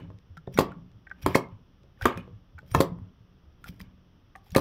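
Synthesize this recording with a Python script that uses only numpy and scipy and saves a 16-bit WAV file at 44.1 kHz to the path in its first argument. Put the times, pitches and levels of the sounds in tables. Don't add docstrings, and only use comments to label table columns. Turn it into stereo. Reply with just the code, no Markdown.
import sys
import numpy as np
from scipy import signal
from scipy.fft import rfft, irfft, next_fast_len
from scipy.io import wavfile

SR = 44100
rng = np.random.default_rng(int(sys.argv[2]) if len(sys.argv) > 2 else 0)


def pcm_store(signal):
    levels = np.round(np.clip(np.atleast_2d(signal), -1, 1) * 32767)
    wavfile.write(sys.argv[1], SR, levels.astype(np.int16).T)


def elevation(decibels):
    levels = np.asarray(decibels, float)
    return 10 ** (levels / 20)


N = 203197


def at_hz(points, hz, column=1):
    points = np.array(points)
    return np.interp(np.log(hz), np.log(points[:, 0]), points[:, column])


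def rms_one(x):
    return x / np.sqrt(np.mean(x ** 2) + 1e-20)


def spectrum_size(length):
    size = next_fast_len(length)
    return size, np.arange(size // 2 + 1) * SR / size + 1


def filtered(x, order, hz, kind="low"):
    return signal.sosfilt(signal.butter(order, hz, kind, fs=SR, output="sos"), x)


def clicks(seconds, db):
    out = np.full(N, 1e-18)
    np.add.at(out, (np.asarray(seconds) * SR).astype(int), elevation(db))
    return out


def ring(x, hz, t60):
    radius, turn = elevation(-60 / (t60 * SR)), 2 * np.pi * hz / SR
    return signal.lfilter([0, np.sin(turn)], [1, -2 * radius * np.cos(turn), radius * radius], x)


def contact(x, length_s):
    bump = np.hanning(max(int(length_s * SR), 3) + 2)
    return np.convolve(x, bump / bump.sum())[:N]


def strike(modes, s, db, spread_db):
    chance = rng.normal(0, 1, (len(s), len(modes)))
    out = 0
    for k, (hz, mode_db, t60) in enumerate(modes):
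        out = out + ring(clicks(s, db + mode_db + spread_db * chance[:, k]), hz, t60)
    return out


def single_rings(rows):
    out = np.zeros(N)
    for s, db, hz, t60 in rows:
        start = int(s * SR)
        t = np.arange(min(int(.4 * SR), N - start)) / SR
        swell = np.minimum(3 * hz * t, 1)
        out[start:][:len(t)] += elevation(db - 60 * t / t60) * swell * np.sin(2 * np.pi * hz * t)
    return out


def coloured(spectrum):
    size, hz = spectrum_size(N)
    white = rfft(rng.standard_normal(size))
    return rms_one(irfft(white * elevation(at_hz(spectrum, hz)), size)[:N])


def in_time(rows, rise_db_s, fall_db_s, rest_db):
    t = np.arange(N) / SR
    swells = []
    for s, db, hold_s in rows:
        away_db = np.maximum(rise_db_s * (s - t), fall_db_s * (t - s - hold_s)).clip(0)
        swells.append(db - away_db)
    return np.max(swells, axis=0).clip(rest_db)


# f/Hz, level/dB
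AIR_COLOUR = [(12, -41), (20, -0.5), (71, 0), (265, -14), (772, -24.5), (1240, -23), (2120, -30),
              (3230, -45.5), (4530, -39.5), (5670, -35), (7510, -71), (14300, -51), (15800, -54),
              (16600, -70)]
# f/Hz, width/Hz, level/dB per Hz
AIR_HUMPS = [(1219, 140, -26.5), (2570, 160, -31.5), (3120, 850, -27.5), (5250, 87, -42), (9300, 1200, -57),
             (12740, 1700, -54)]
# f/Hz, likeness (1 same, -1 opposite)
AIR_LIKENESS = [(60, 0.99), (130, 0.93), (290, 1), (640, 0.5), (1410, -0.23), (3100, 0.012), (6820, 0.72),
                (15000, 0.88)]
# f/Hz, level/dB
AIR_BALANCE = [(60, -1), (110, -0.5), (200, -3.5), (380, 1.5), (700, -3), (1290, 6.5), (2380, 3),
               (4400, 4.5), (8120, 12.5), (15000, 7)]
AIR_DB = -60.5


def air():
    size, hz = spectrum_size(N)
    humps = 0
    for top_hz, width_hz, db in AIR_HUMPS:
        humps = humps + elevation(db) ** 2 / (1 + (2 * (hz - top_hz) / width_hz) ** 4)
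    colour = np.sqrt(elevation(at_hz(AIR_COLOUR, hz)) ** 2 + humps)
    mid, side = rfft(rng.standard_normal((2, size))) * colour
    alike = np.clip(at_hz(AIR_LIKENESS, hz), -1, 1)
    both = np.sqrt(1 + alike) * mid + np.sqrt(1 - alike) * side * [[1], [-1]]
    balance = elevation(at_hz(AIR_BALANCE, hz) * np.array([[.5], [-.5]]))
    return elevation(AIR_DB + 2.5) * rms_one(irfft(both * balance, size)[:, :N])


EDGES_HZ = 22 * 2 ** np.arange(0, 9.7, 1 / 3)


def bands(size, gain, likeness):
    out, white = 0, rng.standard_normal((2, 2, size))
    for k, (low, high) in enumerate(zip(EDGES_HZ, EDGES_HZ[1:])):
        mid, side = filtered(white[k % 2], 2, [low, high], "band")
        hz = np.sqrt(low * high)
        alike = np.clip(at_hz(likeness, hz), -1, 1)
        out = out + gain(hz) * (np.sqrt(1 + alike) * mid + np.sqrt(1 - alike) * side * [[1], [-1]])
    return out


# f/Hz, t60/s, level/dB
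TAIL = [(60.24, 0.21, -17.5), (155, 0.24, -2.5), (417, 0.19, 3.5), (1120, 0.3, 1), (1550, 0.21, 4),
        (3280, 0.16, 3.5), (7496, 0.097, 5), (15100, 0.091, 10.5)]
TAIL_DB, LATE_TAIL_DB, LATE_TAIL_SLOWER = -6, -15.5, 1.7


def room(x):
    t = np.arange(SR // 2) / SR

    def gain(hz):
        fall_db = 60 * t / at_hz(TAIL, hz)
        lean_db = at_hz(PORT_BALANCE, hz) * np.array([[.3], [-.3]])
        sides = elevation(at_hz(TAIL, hz, column=2) + lean_db)
        return sides * (elevation(-fall_db) + elevation(LATE_TAIL_DB - fall_db / LATE_TAIL_SLOWER))

    tail = bands(len(t), gain, AIR_LIKENESS) * (1 - np.exp(-(t / 0.0043) ** 2))
    tail = tail / np.sqrt(np.sum(tail ** 2) / 2)
    return elevation(TAIL_DB) * signal.fftconvolve(x[None], tail, axes=1)[:, :N]


# f/Hz, level/dB
PORT_BALANCE = [(60, 2), (110, 0), (200, 1.5), (380, 1), (700, -4), (1290, -6.5), (2380, -5.5), (4400, 4.5),
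                (8120, 11), (15000, 17)]
# f/Hz, phase/radians
PORT_PHASE = [(0, 0), (1030, 0.2), (1890, 1.7), (2580, 0.6), (3270, -4.7), (3790, -4.7), (5250, -10.5),
              (7410, -4.1), (8790, -5.9), (9390, -0.7), (12100, 6.3), (14600, 16.7), (15200, 16.7),
              (16400, 19.5)]


def ports(x, lag_s):
    size, hz = spectrum_size(N + 4096)
    lead = .5j * np.interp(hz, *np.transpose(PORT_PHASE)) - 1j * np.pi * hz * lag_s
    half = elevation(at_hz(PORT_BALANCE, hz) / 2) * np.exp(lead)
    return irfft(rfft(x, size) * np.array([half, 1 / half]), size)[:, :N]


# f/Hz, level/dB, t60/s
TABLE = [(83.15, -37.5, 0.14), (105, -5.5, 0.067), (133.4, -7, 0.28), (182, 0, 0.21), (246.4, -3.5, 0.13),
         (295, -5.5, 0.15), (398, 0.5, 0.05), (403.6, -18.5, 0.023), (482, -9, 0.18), (556.6, -5.5, 0.1),
         (618, -5.5, 0.083)]


def table(force):
    return sum(elevation(db) * ring(force, hz, t60) for hz, db, t60 in TABLE)


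# t/s, level/dB, hold/s
RUMBLES = [
    (.001, -39, 0.0088),
    (.62, -41.5, 0.13),
    (1.16, -56, 0.027),
    (1.28, -45.5, 0.19),
    (2.18, -41.5, 0.02),
    (2.63, -53.5, 0.086),
    (2.86, -40, 0.091),
    (3.7, -47.5, 0.033),
    (3.82, -49, 0.018),
]
RUMBLE_RISE_DB_S, RUMBLE_FALL_DB_S, RUMBLE_REST_DB = 146.5, 94, -64
# t/s, level/dB, hold/s
JOLTS = [(.001, -46, 0.0026), (.59, -39.5, 0.0058), (.69, -52, 0.025), (1.17, -60, 0.038),
         (1.275, -35.5, 0.036), (1.52, -60.5, 0.0071), (2.065, -28.5, 0.028), (2.18, -45.5, 0.025),
         (2.3, -68.5, 0.043), (2.75, -43, 0.00795), (3.03, -68.5, 0.02), (3.7, -63, 0.036),
         (3.83, -58, .02), (4.545, -55, 0.0037)]
JOLT_RISE_DB_S, JOLT_FALL_DB_S, JOLT_REST_DB = 449.5, 218.5, -85.5
# f/Hz, level/dB, t60/s
RATTLE = [(530, -6, 0.059), (860, 0, 0.0097), (1182.5, -7.5, 0.016), (1650, 1, 0.012), (2200, -5, 0.016),
          (2410, -4, 0.011), (2990, -3, 0.053), (3600, -8.5, 0.01), (4700, -20.5, 0.00549)]


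def shaking():
    rumble_db = in_time(RUMBLES, RUMBLE_RISE_DB_S, RUMBLE_FALL_DB_S, RUMBLE_REST_DB)
    rattle_db = in_time(JOLTS, JOLT_RISE_DB_S, JOLT_FALL_DB_S, JOLT_REST_DB)
    low = filtered(rng.standard_normal(N), 2, 200.0)
    sizes = elevation(2.5 * np.minimum(rng.exponential(1, N), 5)) * rng.choice([-1, 1], N)
    touches = sizes * (rng.random(N) < 3500 / SR) + 1e-18
    dealt = rng.integers(0, len(RATTLE), N)
    rattle = 0
    for k, (hz, db, t60) in enumerate(RATTLE):
        rattle = rattle + elevation(db) * ring(touches * (dealt == k), hz, t60)
    return elevation(rumble_db - 1.0) * rms_one(table(low)) + elevation(rattle_db - 6.0) * rms_one(rattle)


# t/s, level/dB, f/Hz
BOBS = [(0.031, -42, 165.5), (0.078, -37, 96), (0.139, -40.5, 106.3), (0.298, -36.5, 86), (0.37, -41, 159),
        (0.553, -29.5, 195), (0.7, -42.5, 181.5), (0.761, -35, 168.2), (0.944, -42, 108.1),
        (0.976, -52.5, 186), (1.137, -46, 62.7), (1.236, -28, 114), (1.288, -29.5, 90.7), (1.415, -42, 239),
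        (1.522, -35.5, 104.4), (2.031, -29, 79.6), (2.102, -46.5, 223), (2.156, -30, 102.3),
        (2.328, -36, 105), (2.545, -37, 82.5), (2.716, -31, 101), (2.745, -18.5, 140.7),
        (2.769, -18.5, 87.6), (2.858, -36, 170), (2.915, -29, 172), (3.015, -32.5, 99.6),
        (3.202, -45, 110.4), (3.461, -43.5, 75), (3.69, -58, 85), (3.801, -37.5, 188.8),
        (4.524, -36.5, 170.7)]
BOB_T60_S = 0.14


def bobs():
    out = np.zeros(N)
    for s, peak_db, hz in BOBS:
        start = int(s * SR)
        t = np.arange(min(int(.4 * SR), N - start)) / SR
        height = elevation(peak_db + 5.5 - 60 * t / BOB_T60_S) * (1 - np.exp(-t / 0.0082))
        out[start:][:len(t)] += height * np.sin(2 * np.pi * hz * t)
    return out


# t/s, level/dB, push into the table/dB over the touch, length/s
BRUSHES = [
    (0.5405, -38.5, 22, 0.004),
    (1.2271, -34.5, 18, 0.012),
    (2.0198, -31.5, 23.5, 0.0087),
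    (2.7137, -31.5, 18, 0.0048),
    (3.685, -38, 18, 0.01),
    (3.7964, -48.5, -3.5, 0.01),
    (3.8117, -34.5, 12.5, 0.0066),
    (4.4643, -56, -11.5, 0.0059),
    (4.5057, -54, -28, 0.0066),
    (4.5161, -40.5, 24.5, 0.0032),
]
# t/s, level/dB, length/s
LONG_HISSES = [(0.543, -43, 0.026), (0.58, -32, 0.019), (1.328, -44, 0.13), (2.038, -43, 0.047),
               (2.75, -45.5, 0.093), (2.797, -32, 0.04), (3.684, -49, 0.042), (3.692, -55.5, 0.045),
               (3.758, -61, .12), (3.64, -64, 0.049), (4.48, -53.5, 0.057), (4.536, -52, 0.04)]
LONG_HISS_PUSH_DB = -18
# f/Hz, level/dB per Hz
SKIN = [(530, -18.5), (900, -12), (3150, 4), (3830, -6.5), (4540, 0), (8050, -17), (12900, -9.5),
        (15000, -10.5), (16500, -14)]
# f/Hz, level/dB, t60/s
WHEEL = [(5720, -34, 0.025), (9000, -44.5, 0.04)]
KNURL_GRAIN_DB, KNURL_GRAIN_S = 5, 0.0023
LET_GO_SHARE = 0.73


def brushes():
    t, stroke = np.arange(N) / SR, np.zeros(N)
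    touches = BRUSHES + [(s, peak_db, LONG_HISS_PUSH_DB, length_s) for s, peak_db, length_s in LONG_HISSES]
    for s, peak_db, push_db, length_s in touches:
        middle_s = s + .003
        width_s = length_s / 2 * np.where(t > middle_s, LET_GO_SHARE, 1.3)
        stroke += elevation(peak_db - 11.5) * np.exp(-((t - middle_s) / width_s) ** 2)
    grain = rms_one(contact(rng.standard_normal(N), KNURL_GRAIN_S))
    skin = stroke * elevation(KNURL_GRAIN_DB * grain - 3.0) * coloured(SKIN)
    wheel = sum(elevation(db) * ring(skin, hz, t60) for hz, db, t60 in WHEEL)
    s, peak_db, push_db, length_s = np.transpose(touches)
    push = contact(clicks(s, peak_db + push_db - 10.0), 0.012)
    return skin + wheel + table(push)


# t/s, level/dB, f/Hz, t60/s
RIM = [(.546, -66, 9000, 0.037), (.576, -36, 3700, .04), (.577, -35.5, 4440, .05), (.577, -41, 6520, 0.041),
       (.577, -48, 8210, .04), (.577, -44, 9300, 0.042), (.577, -44, 11900, .03), (1.232, -66, 9000, .05),
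       (1.341, -50.5, 7500, .03), (1.345, -40.5, 3600, 0.027), (2.025, -55.5, 6640, 0.041),
       (2.025, -54, 8950, 0.099), (2.718, -48.5, 9017, 0.1547), (3.69, -63, 5720, .1),
       (.543, -46, 5720, .14), (1.23, -51, 5720, .07), (2.719, -52, 5720, .05), (3.8025, -50.5, 8800, .01),
       (3.812, -50.5, 4900, 0.027), (4.505, -52, 6800, .02), (4.521, -58, 5720, 0.069)]


def rim():
    return single_rings(RIM)


# t/s, level/dB, f/Hz, t60/s
RODS = [
    (.4725, -60, 3600, 0.058),
    (.477, -41.5, 678.7, 0.032),
    (1.352, -42, 2170, 0.17),
    (1.39, -48, 2200, 0.13),
    (1.44, -52.5, 2120, 0.15),
    (1.353, -39.5, 2280, 0.1),
    (2.18, -46.5, 2475, 0.1),
    (3.811, -54, 2360, 0.053),
]


def rods():
    out = np.zeros(N)
    for s, db, hz, t60 in RODS:
        for ratio in (.994, 1.008):
            out += ring(clicks([s], db), hz * ratio, t60)
    return out


# f/Hz, level/dB per Hz
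CRACK = [(880, -45.5), (1500, -6.5), (1870, -7.5), (5750, -13.5), (6430, -16.5), (10800, -21),
         (12600, -21.5), (15500, -24.5), (16500, -35.5)]


def cracks(train, t60):
    fading = signal.lfilter([1], [1, -elevation(-60 / (t60 * SR))], 1.014 * contact(train, 0.0012))
    return coloured(CRACK) * fading


# t/s, level/dB, f/Hz, t60/s, crack/dB over the tick
TICKS = [(0.37, -35.5, 1496, 0.021, -10.5), (0.375, -36.5, 1374, 0.041, -7),
         (0.47, -53.5, 1786, 0.061, -37), (0.7188, -36, 1404, 0.035, -13),
         (1.07, -39.5, 1574, 0.046, -41.5), (1.0688, -36.5, 1835, 0.021, -29),
         (1.1022, -35, 1706, 0.015, -33.5), (1.1134, -24.5, 1550, 0.031, -24),
         (1.9743, -53.5, 1790, 0.024, -23.5), (1.991, -54, 1490, 0.022, -15),
         (2.012, -25.5, 1500, 0.026, -13), (2.581, -36, 1474, 0.024, -30.5),
         (2.5815, -51, 2275, 0.047, -29), (2.5889, -33, 1496, 0.027, -14), (3.6413, -34.5, 1410, 0.041, -8),
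         (3.6573, -39.5, 1434, 0.029, -24.5), (3.6746, -36, 1388, 0.0071, -25.5),
         (3.8031, -25, 1930, 0.0072, -33.5), (4.3539, -28, 1900, 0.0093, -27),
         (4.3607, -38.5, 1800, 0.014, -35)]
# t/s, level/dB, f/Hz, t60/s, crack/dB over the tick
CHATTER = [(0.5744, -20, 2220, 0.015, -23.5), (0.5755, -18, 1460, 0.018, -22),
           (0.58, -25.5, 1940, 0.038, -13), (1.3467, -12.5, 1984, 0.023, -17.5),
           (1.3505, -3.5, 2170, 0.01, -10.5), (2.0201, -29, 1570, 0.037, -19),
           (2.0278, -17, 1790, 0.0083, -17), (2.037, -36.5, 2920, 0.012, -16.5),
           (2.066, -17, 2940, 0.012, -15), (2.08, -31, 2610, 0.013, -14.5),
           (2.0925, -30.5, 3000, 0.02, -21.5), (2.1742, -24, 1674, 0.0097, -8),
           (2.788, -28, 2650, 0.017, -21.5), (2.7423, -33.5, 1390, 0.04, -16), (4.55, -24, 2200, 0.024, 0),
           (4.55, -11.5, 1740, 0.014, -19), (4.5545, -20, 2050, 0.018, -28)]
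# ratio to its pitch, level/dB, ratio to its t60
LINK = [(0.999, 5, 0.92), (1.221, -5.5, 0.88), (1.358, -9.5, .5), (1.501, -24, .7)]
# t/s, level/dB
ARM_BLOWS = [(0.37, -38.5), (0.4723, -46), (.4768, -54), (.576, -17.5), (.7192, -41), (1.07, -47),
             (1.112, -42), (1.118, -35), (1.8398, -63), (2.0143, -30.5), (2.5899, -45.5), (2.742, -31),
             (3.6611, -42), (3.676, -39), (4.3545, -42.5), (4.3585, -37.5), (4.5476, -23.5), (4.553, -13.5)]
# f/Hz, level/dB, t60/s
ARM = [(795, 0.5, 0.019), (1193, -10, 0.036)]
# t/s, level/dB
DRY_CLICKS = [
    (0.1876, -32),
    (0.374, -35),
    (0.4724, -42),
    (.917, -37),
    (1.0973, -32.5),
    (1.488, -39),
    (1.834, -37),
    (2.621, -42),
    (4.358, -37),
]
DRY_BAND_HZ = [1900, 5000]


def ticks():
    joints = np.zeros(N)
    for s, peak_db, hz, t60, crack_db in TICKS + CHATTER:
        start = int(s * SR)
        t = np.arange(min(int(.2 * SR), N - start)) / SR
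        rings = 0
        for ratio, db, longer in LINK:
            rings = rings + elevation(db - 60 * t / (t60 * longer)) * np.sin(2 * np.pi * hz * ratio * t)
        joints[start:][:len(t)] += elevation(peak_db - 5.5) * rings * (1 - np.exp(-t / .0008))
    s, peak_db, hz, t60, crack_db = np.transpose(TICKS + CHATTER)
    crack = cracks(clicks(s, peak_db + crack_db), t60=.006)
    arm_s, arm_db = np.transpose(ARM_BLOWS)
    arm = contact(strike(ARM, arm_s, arm_db - 5.5, spread_db=3.0), 0.0002)
    dry_clicks = filtered(clicks(*np.transpose(DRY_CLICKS)), 2, DRY_BAND_HZ, "band")
    return joints + arm + dry_clicks + filtered(crack, 1, 5000.0)


# t/s, level/dB, f/Hz, t60/s
HOLLOW = [(.5887, -15.5, 1055, 0.023), (.5895, -22.5, 562, 0.05), (.598, -33, 1143, 0.24),
          (.6, -37.5, 909, .16), (1.2625, -22, 897, 0.018), (1.2635, -27.5, 1160, 0.065),
          (1.262, -28.5, 181.4, .2), (1.348, -23, 1707, 0.055), (1.3553, -18.5, 1020, 0.028),
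          (1.3555, -24.5, 295, 0.11), (1.358, -44, 1750, .2), (1.37, -37, 944, .06),
          (2.0553, -8, 1179, .022), (2.0584, -9, 1150, .015), (2.057, -23.5, 338, 0.033),
          (2.072, -27.5, 1134, 0.033), (2.0555, -16, 940, .03), (2.056, -14.5, 1550, 0.019),
          (2.056, -26.5, 1860, 0.037), (2.062, -18, 1083, 0.055), (2.058, -30.5, 252, 0.22),
          (2.7475, -21, 968, .03), (2.748, -25, 1790, 0.058), (2.75, -33.5, 265.5, 0.14),
          (2.752, -24.5, 469, 0.18), (2.8054, -17, 990, 0.034), (2.811, -24, 555, 0.071),
          (2.808, -23.5, 274.6, 0.11), (2.818, -34, 946, .1), (3.69, -37.5, 180, 0.16),
          (.476, -34, 400, .08), (1.37, -38, 1180, .25), (2.82, -38, 1150, .25), (2.1, -40, 1200, .2),
          (4.358, -44.5, 782, 0.074), (4.466, -53, 802, .04), (4.5633, -12, 1140, 0.027),
          (4.564, -21, 290, .12), (.59, -24.5, 291.6, .15), (4.354, -42.5, 1145, 0.04),
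          (2.585, -51.5, 858, .05), (4.565, -27, 546, 0.12), (4.575, -28, 1106, 0.17)]


def hollow_base():
    return -single_rings(HOLLOW)


# t/s, slap/dB, table boom/dB, base plate/dB, late rebound/dB
FLAT = [
    (.589, 1, -32, -7, -12),
    (1.3553, 0, -23, -10, -27.5),
    (2.8057, 0, -21.5, -10.5, -37),
    (4.5636, 1.5, -26, -7, -13),
]
FLAT_CRACK_DB, FLAT_SECOND_DB = -16.5, -17.5
# delay/s, slap/dB, boom/dB, plate/dB, crack/dB
EARLY_REBOUND = (.0072, -14, -27.5, -29, -35.5)
# delay/s, slap/dB, boom/dB, plate/dB, crack/dB
LATE_REBOUND = (.019, 0.5, -15, -3, -24)
# t/s, slap of second edge/dB, boom/dB, plate/dB, crack/dB
ROCKING = [
    (1.2624, -34, -22.5, -11.5, -18.5),
    (2.0554, -14, -25, -11.5, -16),
    (2.7483, -25, -18, -9.5, -19),
]
# t/s, slap/dB, boom/dB, plate/dB,
# crack/dB
THUDS = [(.002, -41.5, -61.5, -46, -60), (0.103, -56, -42.5, -42.5, -83), (0.4766, -26.5, -27, -61, -80),
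         (2.067, -23, -27, -51.5, -53), (2.177, -24, -43.5, -56, -53), (1.841, -51, -47, -65, -86),
         (2.278, -58, -41, -46.5, -71), (2.6306, -44.5, -47.5, -79.5, -88), (2.987, -75, -47, -47, -66),
         (3.804, -56, -47, -44, -48)]
EDGE_GAP_S, SILENT_DB = .0031, -90


def landings():
    rows = [(*thud, SILENT_DB) for thud in THUDS]
    early_s, *early = EARLY_REBOUND
    late_s, *late = LATE_REBOUND
    for s, slap_db, boom_db, plate_db, late_db in FLAT:
        rows += [(s, slap_db, boom_db, plate_db, FLAT_CRACK_DB, FLAT_SECOND_DB),
                 (s + early_s, *early, SILENT_DB),
                 (s + late_s, *(late_db + np.array(late)), SILENT_DB)]
    for s, slap_db, boom_db, plate_db, crack_db in ROCKING:
        rows += [(s, SILENT_DB, boom_db, plate_db, crack_db, SILENT_DB),
                 (s + EDGE_GAP_S, slap_db, boom_db, plate_db, SILENT_DB, SILENT_DB)]
    return rows


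# f/Hz, level/dB, t60/s
PLATE = [(896, -6, 0.048), (980, -7, 0.025), (1096, 1, 0.018), (1082, 8, 0.013), (1245, -12.5, 0.058),
         (1410, -13, 0.033), (1714, -4, 0.019), (1831, -8.5, .025), (2170, -15, 0.023), (2617, -8, 0.019),
         (3040, -19.5, 0.037), (3225, -5.5, 0.025)]
# t/s, level/dB
CLINKS = [(.541, -36), (0.5754, -23), (0.5785, -38.5), (0.5795, -27), (0.5975, -21), (0.6081, -38),
          (0.611, -21), (0.62, -41), (1.2722, -40.5), (1.2859, -35), (1.3483, -20), (1.3705, -33),
          (1.3795, -46), (2.037, -43), (2.0667, -59.5), (2.0763, -44), (2.0775, -44.5), (2.089, -38.5),
          (2.743, -23), (2.765, -35), (2.7685, -39.5), (2.7879, -40), (2.8159, -45), (2.8215, -40),
          (2.828, -33.5), (2.1746, -32.5), (2.1765, -38), (3.6414, -37.5), (3.643, -41), (3.661, -56),
          (3.682, -62), (3.691, -51), (3.797, -56), (4.3597, -42), (4.506, -41), (4.519, -36),
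          (4.5668, -11.5), (.3745, -47.5), (2.5867, -48), (1.3735, -44), (0.592, -27), (3.6865, -56),
          (3.8137, -42.5), (4.5485, -18.5), (4.5618, -11.5), (4.5748, -22), (4.58, -17.5), (4.5933, -25)]
SLAP_S, SLAP_LEAD_S, CRACK_LEAD_S, BOUNCE_S = .0024, .0017, .0011, .0032


def knocks():
    s, slap_db, boom_db, plate_db, crack_db, second_db = np.transpose(landings())
    phase = np.arange(0, 1, 1 / (SLAP_S * SR))
    squeeze = np.sin(2 * np.pi * phase) * (0.94 + 0.11 * phase)
    slap = np.convolve(clicks(s - SLAP_LEAD_S, slap_db - 6.5), squeeze)[:N]
    boom = contact(strike(TABLE, s - .0008, boom_db - 9.5, spread_db=7.5), 0.0013)
    plate = contact(strike(PLATE, s, plate_db - 13.5, spread_db=3.5), 0.0001)
    crack_s = s - CRACK_LEAD_S * (slap_db > SILENT_DB)
    crack = cracks(clicks(crack_s, crack_db) + clicks(s + BOUNCE_S, second_db), t60=0.0079)
    clinks = cracks(clicks(*np.transpose(CLINKS)), t60=0.0022)
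    return slap - boom - plate + crack + clinks


LINKAGE_LAG_S = .00008
HOLLOW_LAG_S = .00012
SKIN_TAIL_DB, LINKAGE_TAIL_DB = -9.5, -10
TABLE_CUT_HZ = 62


def scene():
    base, hollow, skin = knocks(), hollow_base(), brushes()
    linkage = ticks() + rods() + rim()
    near = ports(base + bobs() + shaking(), lag_s=0)
    near = near + ports(linkage + skin, lag_s=LINKAGE_LAG_S) + ports(hollow, lag_s=HOLLOW_LAG_S)
    far = base + hollow + elevation(SKIN_TAIL_DB) * skin + elevation(LINKAGE_TAIL_DB) * linkage
    engine = near + room(far)
    return filtered(engine, 2, TABLE_CUT_HZ, "high") + air()


def top_cut(x):
    return signal.sosfilt(signal.butter(12, 16820, fs=SR, output="sos"), x)


def record(dry):
    thin = filtered(dry, 2, 18.0, "high")
    rounded = np.tanh(thin)
    finished = signal.sosfilt(signal.cheby2(10, 60, 17000, fs=SR, output="sos"), rounded)
    return top_cut(finished)


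dry = scene()
out = record(dry)
pcm_store(out)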